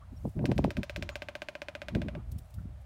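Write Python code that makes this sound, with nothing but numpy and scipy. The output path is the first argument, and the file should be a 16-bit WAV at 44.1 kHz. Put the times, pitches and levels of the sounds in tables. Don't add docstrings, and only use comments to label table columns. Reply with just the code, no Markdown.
import sys
import numpy as np
from scipy import signal
from scipy.fft import rfft, irfft, next_fast_len
from scipy.io import wavfile
from scipy.ndimage import uniform_filter1d

SR = 44100
rng = np.random.default_rng(int(sys.argv[2]) if len(sys.argv) > 2 else 0)


def output_pcm(signal):
    pcm = np.clip(np.atleast_2d(signal).T, -1, 1) * 32767
    wavfile.write(sys.argv[1], SR, np.round(pcm).astype(np.int16))


N = 125685

# start in seconds, relative level in dB, treble boost or cut in dB.
CLAPS = [(0.392, -43.5, -12), (0.4559, -27.5, 5), (0.5163, -31.5, 1), (0.58, -28.5, 4), (0.6426, -29, 1.5),
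         (.7057, -29, 2.5), (.769, -29.5, 1), (0.8323, -29, 4), (0.8965, -29.5, 1), (0.9615, -28, 4),
         (1.025, -28.5, 3), (1.0914, -28.5, 1.5), (1.1561, -28, 2.5), (1.2209, -28.5, -2),
         (1.2862, -29, -4), (1.3532, -29, -1), (1.4197, -28, -1), (1.4864, -28, -1.5), (1.5529, -31, -4.5),
         (1.6186, -29, -1.5), (1.685, -28.5, -5.5), (1.7518, -28, -5.5), (1.818, -29, -5),
         (1.8845, -27, -3.5), (1.9505, -27, -3.5), (2.0179, -29.5, -4.5), (2.0847, -30.5, -8.5),
         (2.1514, -36.5, -9.5)]
# frequency in Hz, relative level in dB.
SNAP_TONE = [(200, -5.5), (460, -34), (830, -40), (1320, -16.5), (1560, -1), (1790, -6), (2100, -2),
             (2450, 0.5), (2900, -4.5), (4000, -9.5), (5200, -15), (7200, -27), (9000, -29), (10500, -55),
             (15000, -70)]
SNAP_DB, BRIGHT_FROM_HZ, BRIGHT_FULL_HZ = 25, 2360, 6100
# pitch in Hz, dB relative to the clap, seconds to fade by 60 dB.
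BILL_NOTES = [(286, -12, 0.027), (1624, -8.5, 0.011), (2096, -47, 0.04), (2370, -42, 0.045),
              (2430, -37.5, 0.24), (3400, -46, 0.015), (4150, -36.5, 0.094), (5370, -37, 0.085)]
RING_RISE_S, RING_SPREAD_DB, DETUNE = 0.00034, 2.5, 0.008
HOLLOW_HZ, HOLLOW_DB, HOLLOW_T60_S, HOLLOW_FOLLOWS, REFERENCE_CLAP_DB = 578.3, -35, 0.049, 0.1, -46
CLOSING_DROP_HZ, CLOSING_S, SHUT_S, OPENING_RISE_HZ, OPENING_S = 85, 0.0034, 0.01337, 595, 0.0241
# centre in Hz, half-width in Hz, cut in dB.
CLAP_DIPS = [(470, 50, -12), (815, 60, -8)]
# delay in seconds, relative level in dB.
BOUNCES = [(.00195, -9), (.0038, -13)]
BOUNCE_DULL_HZ = 3350
# frequency in Hz, relative level in dB.
BUSH_TONE = [(200, -2.5), (700, 0.5), (1700, -6.5), (2500, -1), (4000, -10.5), (6500, -16), (10000, -23.5),
             (15000, -27.5)]
THICKET_TONE = [(200, -23), (650, 8), (1200, -4), (2400, -5), (4000, -11), (7000, -20), (10000, -43),
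                (15000, -51)]
BUSHES_DB, BUSHES_T60_S, THICKET_DB, THICKET_T60_S = 10, 0.055, 2.5, 0.55
ECHO_KEPT, EXTRA_TREBLE_FADE = 0.8, 0.069

# time in seconds, relative level in dB.
RUMBLE_LEVEL = [(0.0, -57), (0.29, -43.5), (0.34, -60), (0.37, -43), (0.52, -68), (0.56, -33.5),
                (0.75, -53), (0.79, -38), (0.84, -58.5), (0.99, -44.5), (1.49, -68.5), (1.85, -57),
                (1.95, -45), (2.24, -48), (2.32, -39.5), (2.5, -60.5), (2.57, -44.5), (2.85, -52.5)]
BUFFET_LEVEL = [(0.1, -71), (0.13, -39.5), (0.21, -112), (0.25, -27), (0.28, -30.5), (0.33, -109),
                (0.36, -32), (0.45, -24.5), (0.472, -39), (0.485, -26), (0.52, -22.5), (0.55, -40.5),
                (0.59, -26), (0.62, -36), (0.65, -20.5), (0.75, -56.5), (0.79, -25.5), (0.86, -60),
                (0.95, -107), (0.98, -35.5), (1.15, -61.5), (1.81, -58.5), (1.9, -52.5), (1.96, -23.5),
                (2.02, -36), (2.09, -35), (2.1, -52), (2.18, -33), (2.22, -60), (2.37, -45), (2.5, -94),
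                (2.68, -52), (2.85, -85)]
# frequency in Hz, relative level in dB.
RUMBLE_TONE = [(32, -44), (45, -6), (66, 0.5), (100, -6), (140, -16.5), (300, -39.5), (800, -73)]
BUFFET_TONE = [(60, -2), (120, 8.5), (210, 8.5), (350, -2), (550, -19), (1000, -36.5), (3000, -63)]
FLUTTER_TONE = [(200, 5), (700, 10.5), (920, 3), (1300, -14.5), (8000, -34)]
RUMBLE_DB, BUFFET_DB, FLUTTER_DB, FLUTTER_GROWS, STRONG_GUST_DB = 4.5, -3, -42.5, 1.8, -22.5
# time in seconds, strength in dB, rough pitch in Hz.
POPS = [(0.134, -36, 167), (0.2545, -22, 468), (0.277, -32.5, 284), (0.412, -17, 186), (0.4433, -21.5, 500),
        (0.4517, -19, 265), (0.495, -14.5, 208), (.519, -17.5, 464), (0.565, -20, 111), (.5918, -15, 503),
        (0.595, -15.5, 205), (0.6477, -12, 590), (0.6801, -22.5, 344), (0.786, -24.5, 198),
        (1.958, -19.5, 207), (1.968, -19, 302), (2.063, -30, 242), (2.363, -28.5, 130), (2.584, -28, 111),
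        (2.657, -30, 156)]
POP_CYCLES = 0.49

# loudest moment in seconds, level in dB, half-length in seconds.
SWISHES = [(0.263, -71, 0.13), (2.46, -76, 0.18), (2.817, -75, 0.015)]
# loudest moment in seconds, level in dB, fade time in seconds.
RUSTLES = [(0.294, -67, .003), (2.319, -51.5, 0.0053), (2.387, -49.5, 0.0044), (2.507, -63, 0.0034),
           (2.543, -56, 0.0058)]
# frequency in Hz, relative level in dB.
GRASS_TONE = [(1000, -30), (3000, -3), (8000, 2), (15000, 0)]
RUSTLE_RISE_S, CRACKLE_DB = 0.0021, 3.5

# start in seconds, length in seconds, pitch in Hz, level in dB before blur.
BIRD_CALLS = [(0.008, 0.033, 1216, -55), (.16, 0.023, 5650, -64.5), (1.092, 0.074, 6880, -65.5),
              (1.103, 0.039, 1138, -52.5), (2.11, .12, 1083, -57), (2.578, 0.018, 1510, -56.5)]
WAVER_HZ, CALL_T60_S = 190, 0.05
# frequency in Hz, relative level in dB.
AIR_TONE = [(40, -12), (150, -3.5), (400, -10), (620, 7), (900, -3), (1500, -7.5), (3000, -14), (6000, -22),
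            (10000, -23), (15000, -31.5)]
AIR_DB, LOW_CUT_HZ, TOP_HZ = -65.5, 28, 15950


def bill_claps():
    out, t = np.zeros(N), np.arange(SR // 2) / SR
    pulse = np.zeros(len(t))
    pulse[0] = amp(SNAP_DB)
    snap = filtered(pulse, lambda hz: causal(along(SNAP_TONE, hz)))
    echoes = scrub_echoes(t)
    for start, db, bright_db in CLAPS:
        ring = mouth_note(t, db) - plate_ring(t, db)
        ring *= 1 - np.exp(-t / RING_RISE_S)
        clap = filtered(amp(db) * snap + ring, close_bounces)
        echoes = ECHO_KEPT * echoes + np.sqrt(1 - ECHO_KEPT ** 2) * scrub_echoes(t)
        clap += amp(db) * echoes
        treble = [(BRIGHT_FROM_HZ, 0), (BRIGHT_FULL_HZ, bright_db)]
        add(out, start, filtered(clap, lambda hz: causal(along(treble, hz) + clap_dips(hz))))
    return out


def plate_ring(t, clap_db):
    ring = np.zeros(len(t))
    for hz, db, t60 in BILL_NOTES:
        start_db = clap_db + db + RING_SPREAD_DB * rng.normal()
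        pitch = hz * (1 + DETUNE * rng.normal())
        ring += amp(start_db - 60 * t / t60) * np.sin(2 * np.pi * pitch * t)
    return ring


def mouth_note(t, clap_db):
    shut_hz = HOLLOW_HZ * (1 + DETUNE * rng.normal())
    opening = np.clip((t - SHUT_S) / OPENING_S, 0, 1)
    hz = shut_hz + CLOSING_DROP_HZ * np.exp(-t / CLOSING_S) + OPENING_RISE_HZ * opening
    db = HOLLOW_DB + HOLLOW_FOLLOWS * (clap_db - REFERENCE_CLAP_DB)
    return amp(db - 60 * t / HOLLOW_T60_S) * np.sin(2 * np.pi * np.cumsum(hz) / SR)


def clap_dips(hz):
    return sum(db * np.exp(-((hz - centre) / width) ** 2) for centre, width, db in CLAP_DIPS)


def close_bounces(hz):
    copies = sum(amp(db) * np.exp(-2j * np.pi * hz * delay) for delay, db in BOUNCES)
    return 1 + copies / (1 + (hz / BOUNCE_DULL_HZ) ** 2)


def scrub_echoes(t):
    bushes = amp(BUSHES_DB) * echo_cloud(BUSH_TONE, BUSHES_T60_S, t)
    return bushes + amp(THICKET_DB) * echo_cloud(THICKET_TONE, THICKET_T60_S, t)


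def echo_cloud(tone, t60, t):
    hiss = noise(tone, len(t))
    low = filtered(hiss, lambda hz: 1 / (1 + (hz / BRIGHT_FULL_HZ) ** 4))
    fade_db = -60 * t / t60
    tail = (low + (hiss - low) * amp(EXTRA_TREBLE_FADE * fade_db)) * amp(fade_db)
    return tail / np.linalg.norm(tail)


def wind():
    t, gust_db = np.arange(N) / SR, curve(BUFFET_LEVEL)
    out = amp(curve(RUMBLE_LEVEL) + RUMBLE_DB) * even_noise(RUMBLE_TONE, size=1800)
    out += amp(gust_db + BUFFET_DB) * even_noise(BUFFET_TONE, size=900)
    out += amp(FLUTTER_DB + FLUTTER_GROWS * (gust_db - STRONG_GUST_DB)) * noise(FLUTTER_TONE, N)
    for when, db, hz in POPS:
        cycles = (t - when) * hz
        out += amp(db) * np.sin(2 * np.pi * cycles) / (1 + (cycles / POP_CYCLES) ** 2) ** 2
    return out


def grass():
    t = np.arange(N) / SR
    level = sum(amp(db) * np.exp(-((t - when) / width) ** 2) for when, db, width in SWISHES)
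    for when, db, fade in RUSTLES:
        level += amp(db) * np.exp(-np.maximum((when - t) / RUSTLE_RISE_S, (t - when) / fade))
    patches = signal.stft(noise(GRASS_TONE, N), nperseg=64)[2]
    boost_db = CRACKLE_DB * np.minimum(rng.exponential(size=patches.shape), 7)
    crackle = signal.istft(patches * amp(boost_db))[1][:N]
    return level * unit(crackle)


def far_birds():
    out, t = np.zeros(N), np.arange(SR // 2) / SR
    for start, length, hz, db in BIRD_CALLS:
        swell = np.sin(np.linspace(0, np.pi, int(length * SR)))
        wobble = unit(uniform_filter1d(rng.standard_normal(N), size=60))[:len(swell)]
        note = swell * np.sin(2 * np.pi * np.cumsum(hz + WAVER_HZ * wobble) / SR)
        echoes = rng.standard_normal(len(t)) * amp(-60 * t / CALL_T60_S)
        blurred = signal.fftconvolve(note, echoes)
        add(out, start, amp(db) * blurred * np.linalg.norm(note) / np.linalg.norm(blurred))
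    return out


def still_air():
    return amp(AIR_DB) * noise(AIR_TONE, N)


def amp(db):
    return 10 ** (np.asarray(db) / 20)


def unit(x):
    return x / np.sqrt(np.mean(x ** 2) + 1e-20)


def along(points, hz):
    freqs, values = np.transpose(points)
    return np.interp(np.log(hz + 1), np.log(freqs + 1), values)


def curve(rows):
    return np.interp(np.arange(N) / SR, *np.transpose(rows))


def filtered(x, response):
    size = next_fast_len(2 * len(x))
    return irfft(rfft(x, size) * response(np.fft.rfftfreq(size, 1 / SR)), size)[:len(x)]


def noise(tone, size):
    return unit(filtered(rng.standard_normal(size), lambda hz: amp(along(tone, hz))))


def even_noise(tone, size):
    x = noise(tone, N)
    power = uniform_filter1d(np.abs(signal.hilbert(x)) ** 2, size)
    return unit(x / np.sqrt(power))


def causal(db):
    cepstrum = irfft(np.log(amp(db)))
    half = len(cepstrum) // 2
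    cepstrum[1:half] *= 2
    cepstrum[half + 1:] = 0
    return np.exp(rfft(cepstrum))


def add(out, start, x):
    i = max(round(start * SR), 0)
    out[i:i + len(x)] += x[:len(out) - i]


def scene():
    return (bill_claps() + wind() + grass() + far_birds() + still_air())[None]


def record(dry):
    band = lambda hz: (1 - 1 / (1 + (hz / LOW_CUT_HZ) ** 6)) / (1 + (hz / TOP_HZ) ** 160)
    return np.array([filtered(channel, band) for channel in dry])


dry = scene()
out = record(dry)
output_pcm(out)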